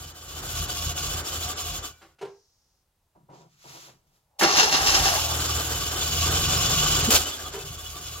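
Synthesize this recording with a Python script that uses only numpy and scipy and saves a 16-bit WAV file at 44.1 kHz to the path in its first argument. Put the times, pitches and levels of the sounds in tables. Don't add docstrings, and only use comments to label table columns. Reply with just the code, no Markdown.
import sys
import numpy as np
from scipy import signal
from scipy.fft import rfft, irfft, next_fast_len
from scipy.io import wavfile
from scipy.ndimage import uniform_filter1d, map_coordinates

SR = 44100
rng = np.random.default_rng(int(sys.argv[2]) if len(sys.argv) > 2 else 0)


def waveform_to_disk(signal):
    frames = np.transpose(np.atleast_2d(signal))
    scaled = np.clip(frames, -1, 1) * 32767
    samples = np.round(scaled).astype(np.int16)
    wavfile.write(sys.argv[1], SR, samples)


def makeup_ratio(level_db):
    decades = np.asarray(level_db, float) / 20
    return 10 ** decades


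N = 361619
T = np.arange(N) / SR
PADDED = next_fast_len(N)
HZ = np.fft.rfftfreq(PADDED, 1 / SR) + 1

# (frequency [Hz], density [dB per Hz])
ENGINE_TONE = [(110, -35), (180, -11), (328, 0), (645, -4), (722, -3.5), (1010, -6.5), (1150, -5),
               (1500, -2), (1810, -9), (2950, -1), (5000, -5), (6870, -2.5), (8290, -10.5), (12300, -10.5),
               (16000, -9.5)]
# (time [s], strokes done [count], drop of the air flow [dB])
CRANK_STROKES = [(-.14, -4, 6), (.135, 0, 8), (.417, 4, 2), (.671, 8, 7), (.943, 12, 9), (1.231, 16, 9),
                 (1.55, 20, 11), (1.811, 23, 9), (1.924, 24, 1), (2.3, 25, 1), (4.3, 26, 1), (4.659, 28, 1),
                 (4.897, 30, 1), (5.073, 33, 1), (5.282, 37, 1), (5.482, 41, 2), (5.688, 45, 1),
                 (5.904, 49, 4), (6.106, 53, 2), (6.299, 57, 3), (6.476, 61, 4), (6.684, 66, 3),
                 (6.856, 70, 2), (7.023, 74, 4), (7.249, 78, 3), (7.515, 82, 5), (7.773, 86, 3),
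                 (8.003, 90, 2), (8.21, 94, 2)]
KEY_S, MESH_S, RELEASE_S = 4.382, 4.425, 5.16
SPIT_S, SPIT_AIR_DB, SPIT_BLOCK_DB, SPIT_TOP_DB = 7.104, -20.5, -26, -25


def unit(x):
    return x / np.sqrt(np.mean(x ** 2))


def gains(parts, column, fade=0.0031):
    out = np.zeros(N)
    for rows in parts:
        s, db = np.array(rows)[:, [0, column]].T
        edge = np.clip(np.minimum(T - s[0], s[-1] - T) / fade + 1, 0, 1)
        out += edge * makeup_ratio(np.interp(T, s, db))
    return out


def swell(s, attack_s, hold_s, db, sag_db_s, fall_db_s):
    t = T - s - attack_s
    rise = np.clip(1 + t / attack_s, 0, 1) ** 2
    return rise * makeup_ratio(db - sag_db_s * np.clip(t, 0, hold_s) - fall_db_s * np.maximum(t - hold_s, 0))


def on_log(rows):
    return np.interp(np.log(HZ), np.log(np.array(rows)[:, 0]), np.array(rows)[:, 1])


def ring(x, hz, width):
    return signal.lfilter(*signal.iirpeak(hz, hz / width, fs=SR), x)


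def walk(rate):
    k = int(SR / rate)
    steps = np.repeat(rng.standard_normal(N // k + 1), k)[:N]
    return unit(uniform_filter1d(steps, k))


def rush(tone, lo_hz, hi_hz, lag, peaks=(), lift_db=6, grain_db=0):
    # (frequency [Hz], coherence [0-1])
    likeness = [(60, .99), (130, .97), (290, .92), (640, .8), (1400, .58), (3100, .55), (7000, .45),
                (16000, .4)]
    shared, left, right = rfft(rng.standard_normal((3, N)) * makeup_ratio(grain_db * walk(900)), PADDED)
    shape = makeup_ratio(on_log(tone)) / np.sqrt((1 + (lo_hz / HZ) ** 16) * (1 + (HZ / hi_hz) ** 16))
    bumps = sum(1 / (1 + (2 * (HZ - f) / w) ** 2) * makeup_ratio(db / 3) for f, w, db in peaks)
    alike = np.clip(on_log(likeness), 0, 1)
    late = np.exp(2j * np.pi * HZ * lag / SR)
    pair = np.sqrt(alike) * shared * np.array([late, late ** 0])
    pair = pair + np.sqrt(1 - alike) * np.array([left, right])
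    return unit(irfft(pair * shape * (1 + makeup_ratio(lift_db) * bumps), PADDED)[:, :N])


def engine():
    # (time [s], air flow [dB], firing strength [dB])
    throttle = [
        [(0.0, -47.5, -42.5), (0.2, -50.5, -47.5), (0.56, -36.5, -36), (1.0, -36, -34), (1.5, -38, -38),
         (1.85, -39, -34), (1.97, -62.5, -60.5), (2.15, -80, -73)],
        [(4.81, -36.5, -37), (5.2, -32, -30), (5.96, -34.5, -35), (6.25, -29.5, -28), (6.65, -28.5, -30.5),
         (7.05, -27.5, -29), (7.1, -33, -35), (7.36, -45.5, -48.5), (7.5, -45.5, -41), (8.2, -44, -44.5)],
    ]
    spit_hold_s = 0.057
    strokes, pause_db, weak_db, sag_db = crank()
    flow = gains(throttle, 1)
    spit = swell(SPIT_S, 0.0017, spit_hold_s, 0, 17, 497)
    spit += swell(SPIT_S, spit_hold_s, spit_hold_s / 2, -13.5, 0, 77)
    rattle = makeup_ratio(-5.5) * flow ** 0.92 + makeup_ratio(SPIT_BLOCK_DB) * spit
    chuff = makeup_ratio(1.66 * np.exp(-((strokes - .25) % 1) / .5) + 1.9 * walk(16) - 1.0)

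    fire = gains(throttle, 2, fade=0.028) * makeup_ratio(-sag_db)
    fire += swell(7.125, 0.02, 0.008, -29.5, 0, 270)
    fire += swell(MESH_S, 0.021, 0.34, -47.5, 0, 300)
    sound = exhaust() * fire
    sound = sound + block(rattle) * chuff * makeup_ratio(-.3 * pause_db - .05 * weak_db)
    sound += throat_whistle(strokes, rattle)
    sound += intake(flow, spit, chuff, pause_db, weak_db)
    bleed = rush([(3500, -16), (5400, -4), (7200, -5)], 3200, 6400, 7.5)
    return sound + bleed * swell(2.23, 0.056, .52, -66.0, 21.2, 230)


def crank():
    # (time [s], length [s], sag [dB])
    misfires = [(0.174, 0.067, 7), (0.356, 0.03, 1), (.61, 0.037, -3.5), (0.746, .05, 5), (0.875, .03, -4),
                (1, 0.047, 5.5), (1.274, .045, 14), (1.588, 0.066, 11), (1.85, 0.075, 12), (4.62, 0.062, 6),
                (5.023, 0.036, -6.5), (5.17, 0.12, 6.5), (5.445, 0.025, 5), (5.534, 0.033, -2.5),
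                (5.648, .03, 4), (5.95, 0.17, 2.5), (7.336, 0.036, 6), (7.56, 0.065, 6), (7.715, .04, -4),
                (7.805, 0.026, 4), (7.983, .04, 4)]
    s, count, drop_db = np.transpose(CRANK_STROKES)
    strokes = uniform_filter1d(np.interp(T, s, count), size=4001)
    pause = (.5 + .5 * np.cos(2 * np.pi * strokes)) ** 3.7
    depth_db = np.clip(5 - 0.3 * (np.gradient(strokes) * SR - 14), 1.5, 8)
    nearest = np.abs(strokes - count[np.searchsorted((count[1:] + count[:-1]) / 2, strokes)])
    weak = np.cos(np.pi * np.minimum(nearest, .5)) ** 2
    sag_db = sum(db * np.exp(-((T - at) / length) ** 2) for at, length, db in misfires)
    return strokes, depth_db * pause, np.interp(T, s, drop_db) * weak, sag_db


def exhaust():
    # (frequency [Hz], width [Hz], level [dB])
    modes = [(48.8, 3.5, 4), (81.1, 3.1, 8), (119.1, 5.8, -4), (150, 3.65, -4.5), (169.3, 7.5, -11.5),
             (236, 9.5, -18.5), (30, 12, -31)]
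    # (time [s], puffs done [count])
    valve = [(-.1, -2), (.047, 0), (.196, 2), (.335, 4), (.471, 6), (.59, 8), (.728, 10), (.854, 12),
             (.999, 14), (1.136, 16), (1.293, 18), (1.445, 20), (1.618, 22), (1.779, 24), (1.893, 25),
             (2.3, 26), (4.3, 27), (4.65, 30), (4.807, 32), (4.938, 34), (5.055, 36), (5.254, 40),
             (5.507, 45), (5.661, 48), (5.87, 52), (6.081, 56), (6.324, 61), (6.508, 65), (6.677, 69),
             (6.837, 73), (6.971, 76), (7.061, 78), (7.187, 80), (7.364, 82), (7.427, 83), (7.557, 85),
             (7.693, 87), (7.821, 89), (7.934, 91), (8.044, 93), (8.25, 97)]
    cylinder_db = [-3, -5.5, -5, -5.5]
    done = np.interp(T, *np.transpose(valve))
    turn = np.floor(done).astype(int)
    at = np.flatnonzero(np.diff(turn)) + 1
    slow = np.clip((21 - SR / np.gradient(at)) / 7, .5, 1)
    chance = rng.standard_normal((200, 2))[:len(at)] * slow[:, None]
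    late = (chance[:, 0] * .001 * SR).astype(int)
    puffs = np.zeros(N)
    puff_db = np.take(cylinder_db, turn[at] % 4) * slow + 1.2 * chance[:, 1]
    puffs[np.clip(at + late, 0, N - 1)] = makeup_ratio(puff_db)
    puffs[0] = makeup_ratio(cylinder_db[0])

    rate = uniform_filter1d(np.gradient(done) * SR, size=4001)
    gas = rng.standard_normal((2, N)) + 3 * rng.standard_normal(N)
    puffs = puffs + makeup_ratio(-49.5 + 0.8 * (rate - 16)) * ring(gas, 135., 90.)
    tilt_db = 1.35 * np.clip(rate - 20, 0, 5)
    pipe = 0
    for k, (f, w, db) in enumerate(modes):
        pipe = pipe + (-1) ** k * makeup_ratio(db + tilt_db * np.log2(f / 80)) * ring(puffs, f, w)
    pipe = signal.sosfilt(signal.butter(2, [34, 280], "band", fs=SR, output="sos"), pipe)
    return pipe / np.sqrt(uniform_filter1d(pipe[0] ** 2, int(.14 * SR)) + 1e-14)


def block(rattle):
    # (frequency [Hz], width [Hz], level [dB])
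    peaks = [(736, 12, -11), (1214, 170, -12), (1546, 11, 1)]
    return rush(ENGINE_TONE, 178, 2110, 6.6, peaks, lift_db=-3.0, grain_db=0.5) * rattle


def intake(flow, spit, chuff, pause_db, weak_db):
    # (frequency [Hz], width [Hz], level [dB])
    peaks = [(2955, 33, -28.5), (3446, 10, -10), (4590, 56, -6), (5520, 64, -9), (6580, 44, 1),
             (7100, 60, -2), (7290, 19, -3), (7530, 140, 12)]
    blown = flow + makeup_ratio(SPIT_AIR_DB) * spit
    roar = rush(ENGINE_TONE, 2295, 7700, 2.5, peaks, lift_db=5.5, grain_db=1.5)
    roar += cavities() * flow / (blown + 1e-9)
    slip = np.arange(N) + .07 * np.cumsum(np.log(chuff) - np.log(chuff).mean())
    roar = np.array([map_coordinates(port, [slip], mode="mirror") for port in roar]) * blown
    hiss = rush(ENGINE_TONE, 7430, 15300, 3.34, grain_db=1.0)
    hiss *= makeup_ratio(-32) * flow / np.hypot(flow, makeup_ratio(-30)) + makeup_ratio(SPIT_TOP_DB) * spit ** 1.3
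    air = roar * makeup_ratio(3.0 - 0.62 * pause_db - 0.82 * weak_db + 1.0 * walk(35)) * chuff ** 0.065
    return air + hiss * makeup_ratio(2.0 - 1.14 * pause_db - 1.4 * weak_db)


def cavities():
    # (frequency [Hz], width [Hz], level [dB])
    hollows = [(723.7, 46, -14.5), (1159, 100, -10), (1482.6, 45, -15.5), (3010, 90, -8.5),
               (3480, 60, -9.5), (4050, 90, -14), (4676, 72, -13), (5455, 90, -10), (6715, 120, -9),
               (7140, 50, -9.5)]
    flare_db, flares_per_s = 4, 45
    shared = rng.standard_normal(N)
    air = rng.standard_normal((2, N)) + np.array([np.roll(shared, -3), shared])
    out = np.zeros((2, N))
    for hz, width, db in hollows:
        flare = flare_db * (np.tanh(walk(flares_per_s)) - .5)
        out += unit(ring(ring(air, hz, width), hz, width)) * makeup_ratio(db + flare)
    return out


def throat_whistle(strokes, rattle):
    # (frequency [Hz], density [dB per Hz])
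    throats = [(950, -27.5), (1080, -11.5), (1160, 1.5), (1260, -18.5), (1500, -11.5), (2800, -25),
               (3000, 0.5), (3200, -16.5), (3430, 6.5), (3650, -19)]
    marks = np.transpose(CRANK_STROKES)[1]
    before_weak = marks[np.searchsorted(marks, strokes)] - strokes < 1
    luck = rng.standard_normal(200)[np.floor(strokes).astype(int) + 10]
    strength = makeup_ratio(1.5 * luck + 9 * before_weak)
    whistle = rush(throats, 900, 3800, 3) * strength * np.sin(np.pi * strokes) ** 4
    whistle *= rattle ** 1.1 * makeup_ratio(-18.5)
    return whistle * (np.gradient(strokes) * SR > 6)


def chirps():
    # (time [s], frequency [Hz], level [dB])
    gulps = [(7.326, 3010, -40), (7.34, 3420, -35), (7.464, 1200, -40), (7.472, 3380, -40),
             (7.72, 1150, -52), (7.209, 1250, -39), (7.265, 2980, -35), (7.399, 1616, -44),
             (7.612, 2610, -46), (7.63, 3500, -49), (7.745, 3450, -47), (8.185, 3970, -50),
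             (7.795, 1150, -47.5), (7.803, 3430, -45), (7.866, 2940, -42), (7.866, 3390, -43),
             (7.966, 1166, -43), (7.975, 3580, -47), (8.088, 3380, -44.5), (8.09, 2990, -58),
             (8.165, 1170, -43.5)]
    length_s, width_hz = .017, 70
    out, t = np.zeros((2, N)), T[:SR // 4] - 1 / 8
    shape = np.exp(-(t / length_s) ** 2)
    for s, hz, db in gulps:
        air = rng.standard_normal((3, len(t)))
        note = shape * ring(ring(air[:2] + air[2], hz, width_hz), hz, width_hz)
        part = out[:, int((s - 1 / 8) * SR):][:, :len(t)]
        part += (makeup_ratio(db) * unit(note) / unit(shape).max())[:, :part.shape[1]]
    return out


def starter():
    # (frequency [Hz], density [dB per Hz])
    tone = [(88, -28), (150, -5.5), (190, -12), (361, -4.5), (566, -7), (790, 0), (2400, -7), (2700, -3.5),
            (6140, -1), (7320, -11), (8400, -21.5), (11500, -20.5), (16000, -24.5)]
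    # (frequency [Hz], width [Hz], level [dB])
    growl_peaks = [(393, 100, -30), (785, 26, 19), (1150, 37, 15), (1370, 43, -1), (1627, 27, 17),
                   (1830, 45, 1)]
    grind_peaks = [(2764, 120, -3), (4270, 50, -1), (5260, 140, -1), (6260, 22, 18), (7200, 82, 11)]
    # (time [s], length [s], growl [dB], gear grind [dB])
    labours = [
        (4.406, 0.019, -17.5, -30),
        (4.527, 0.12, -27, -18.5),
        (4.711, 0.046, -31, -24),
        (4.853, 0.042, -36, -19),
        (4.933, 0.034, -47, -25),
        (5.035, 0.047, -29.5, -23),
    ]
    run_s = RELEASE_S - MESH_S
    strain = [sum(swell(row[0], 0.41 * row[1], 0.22 * row[1], row[k], 90, 236) for row in labours)
              for k in (2, 3)]
    spin = swell(KEY_S, .014, MESH_S - KEY_S, 0, 0, 900) ** 2
    teeth = makeup_ratio(1.3 * walk(70))
    growl = rush(tone, 130, 2300, 7.9, growl_peaks, lift_db=-2.0, grain_db=3)
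    growl *= swell(MESH_S, 0.0058, run_s, -27.5, 5.7, 210) + strain[0] + makeup_ratio(-37.0) * spin
    grind = rush(tone, 1600, 8200, 12.1, grind_peaks, lift_db=4.5, grain_db=1.5)
    grind *= swell(MESH_S, 0.01, run_s, -23.5, 8.1, 160) + strain[1] + makeup_ratio(-25.5) * spin
    whirr = rush(tone, 7970, 15300, 12.4, grain_db=2.0)
    whirr *= swell(MESH_S, 0.0063, run_s, -40.5, -10.5, 110.0) + makeup_ratio(-15.5) * strain[1] + makeup_ratio(-32.5) * spin
    hum = rush([(680, -7.0), (790, -2), (920, -5)], 530, 960, 9.3)
    faint = swell(4.19, 0.21, .06, -66.5, 0, 500)
    hum *= swell(KEY_S, 0.016, run_s + 0.21, -39, -1.7, 500) + faint
    return teeth * (growl + grind) + whirr + hum + whines()


def whines():
    # (time [s], length [s], from [Hz], to [Hz], level [dB])
    glides = [(4.42, .07, 400, 290, -27), (4.41, .05, 680, 625, -21), (4.435, .13, 1130, 1160, -27),
              (4.56, .08, 1640, 1390, -22), (4.55, .06, 1160, 1020, -28), (4.61, .06, 470, 400, -23),
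              (4.555, .07, 610, 530, -29), (4.615, .04, 920, 880, -26), (4.47, .09, 350, 400, -31),
              (4.725, .065, 700, 820, -27), (4.82, .08, 760, 840, -28), (4.92, .08, 830, 770, -26),
              (5.035, .07, 720, 860, -27), (5.15, .045, 780, 950, -28), (5.215, .075, 740, 715, -30),
              (4.66, .05, 700, 860, -30), (4.72, .045, 340, 215, -30), (4.855, .06, 1180, 1100, -24),
              (4.87, .04, 1900, 1980, -29), (4.925, .06, 1950, 2100, -27), (5.055, .035, 2750, 2570, -24),
              (5.07, .11, 700, 623, -27), (7.073, .03, 220, 250, -12), (7.082, .022, 400, 480, -19)]
    out, wobble, flutter = np.zeros(N), walk(120), walk(110)
    for k, (s, length, from_hz, to_hz, db) in enumerate(glides):
        x = np.linspace(0, 1, int(length * SR))
        own = slice(k * SR // 4, k * SR // 4 + len(x))
        hz = (from_hz + (to_hz - from_hz) * x) * (1 + 0.035 * wobble[own])
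        gain = makeup_ratio(db - 3.5 + 4.2 * np.tanh(flutter[own])) * np.sin(np.pi * x)
        out[int(s * SR):][:len(x)] += gain * np.sin(2 * np.pi * np.cumsum(hz) / SR)
    return np.array([np.roll(out, -12), out])


def knocks():
    # (time [s], peak [dB], pitch [Hz], T60
    # [s], crack re ring [dB])
    blows = [(2.012, -52.5, 800, 0.24, 9), (2.028, -56, 336, .15, -5), (2.184, -53, 2700, 0.2, 5.5),
             (2.21, -30.5, 426, 0.14, -2.5), (2.221, -26, 413, 0.073, -8), (2.247, -35.5, 455, 0.12, -3),
             (3.153, -61, 143, 0.14, -9), (3.294, -46.5, 163.3, 0.38, -11), (3.653, -56, 137, 0.34, -10),
             (3.887, -53, 123, 0.17, 2), (4.415, -16.5, 332, 0.11, 8.5), (7.535, -28.5, 409.4, 0.17, -3),
             (7.556, -32, 442, 0.19, -5)]
    # (frequency ratio [1], level [dB], share of T60 [1])
    partials = [(1, 0, 1), (.9, -7, .8), (1.12, -6, .8), (1.5, -15, .8), (1.76, -7, .8), (2.3, -10, .9),
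                (3.4, -16, .6), (.36, -22, 1)]
    # (time [s], frequency [Hz], level [dB], T60 [s])
    singing = [
        (1.9, 1470, -59, 0.71),
        (1.7, 1460, -56, 0.5),
        (2.186, 1460, -59, .2),
        (1.93, 2330, -61, .3),
    ]
    room_t60_s, room_db = .3, -7
    out, t = np.zeros(N + SR), T[:SR // 2]
    push = np.minimum(t * 1000 / 8.2, 1)
    for s, db, hz, t60, crack_db in blows:
        detune = 1 + rng.standard_normal(len(partials)) / 50
        rough, crack = rng.standard_normal((2, len(t)))
        note = np.zeros(len(t))
        for (r, g, share), d in zip(partials, detune):
            note += makeup_ratio(g - 60 * t / (t60 * share)) * np.sin(2 * np.pi * r * (hz * d * t + r))
        note *= push * makeup_ratio(2.5 * unit(uniform_filter1d(rough, size=400)))
        crack = unit(ring(ring(crack, 550.0, 1600.0), 1270.0, 5600.0))
        crack *= makeup_ratio(crack_db - 60 * t / t60) * push
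        out[int(s * SR):int(s * SR) + len(t)] += makeup_ratio(db) * (note / np.abs(note).max() + crack / 2)
    for s, hz, db, t60 in singing:
        note = makeup_ratio(db - 60 * t / t60) * push * np.sin(2 * np.pi * hz * t)
        out[int(s * SR):int(s * SR) + len(t)] += note
    echo = rush([(50, -3.5), (9000, -10.5)], 40, 13600, 0)[:, :len(t)]
    echo = echo * makeup_ratio(-60 * t / room_t60_s) * (t > .004)
    echo /= np.sqrt(np.sum(echo ** 2) / 2)
    return out[:N] + makeup_ratio(room_db) * signal.fftconvolve(out[None, :N], echo, axes=1)[:, :N]


def hand():
    # (frequency [Hz], density [dB per Hz])
    tone = [(41, -56), (70, -28), (138, 4), (218, -13), (336, -4.5), (376, -7), (744, -2), (1760, -17.5),
            (1890, -16), (6900, -13), (16000, -28)]
    # (time [s], length [s], pressure [dB], cloth [dB], thin hiss re cloth [dB])
    rubs = [
        (3.147, 0.02, -57, -90, -5),
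        (3.283, 0.14, -56, -61.5, -16),
        (3.455, 0.16, -99, -65, -11),
        (3.554, 0.3, -83, -48.5, -10),
        (3.636, 0.26, -56.5, -68, -10),
        (3.926, 0.28, -81, -87, -2),
        (4.06, 0.027, -87, -78, -5),
        (4.108, 0.066, -87, -74, -6),
    ]
    s, length, press_db, cloth_db, thin_db = np.transpose(rubs)[..., None]
    attack = 0.47
    stroke = swell(s, 0.0084, length, 0, 8, 262)
    slide = swell(s, attack * length, (1 - attack) * length, 0, 8.1, 200)
    booming = swell(s, .015, length, -2, 35, 70)
    drum = rush([(90, -7), (145, 9), (260, -11.5)], 85, 440, 17)
    drum *= (booming * makeup_ratio(press_db)).sum(axis=0)
    scrape = rush(tone, 270, 1520, 11.4, [(963, 13, 17), (357, 55, -19)], grain_db=0)
    scrape *= (stroke * makeup_ratio(press_db)).sum(axis=0)
    cloth = rush(tone, 1160, 7400, 12.4, grain_db=1.0) * (slide * makeup_ratio(cloth_db)).sum(axis=0)
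    thin = rush(tone, 10500, 17000, 12.3, grain_db=1.5)
    cloth += thin * (slide * makeup_ratio(cloth_db + thin_db)).sum(axis=0)
    squeak = rush([(900, 0), (1000, 0)], 850, 860, 8)
    drum += squeak * swell(3.29, 0.024, 0.061, -57, 25, 400)
    return drum + makeup_ratio(2.5 * walk(40)) * scrape + makeup_ratio(walk(40)) * cloth


def garage_quiet():
    # (frequency [Hz], density [dB per Hz])
    tone = [(15, -34.5), (25, -2), (87, -3), (256, -18.5), (911, -17.5), (2110, -26), (2410, -26.5),
            (2610, -25.5), (13200, -28), (16000, -29)]
    return rush(tone, 22.5, 19000, 0) * makeup_ratio(-73)


def scene():
    return engine() + chirps() + starter() + knocks() + hand() + garage_quiet()


def roll_off(x):
    return signal.sosfilt(signal.butter(12, 17020, fs=SR, output="sos"), x)


def record(dry):
    rounded = 1.1 * np.tanh(dry / 1.1)
    low_pass = signal.ellip(10, .2, 70, 15880, fs=SR, output="sos")
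    return roll_off(signal.sosfilt(low_pass, rounded))


dry = scene()
out = record(dry)
waveform_to_disk(out)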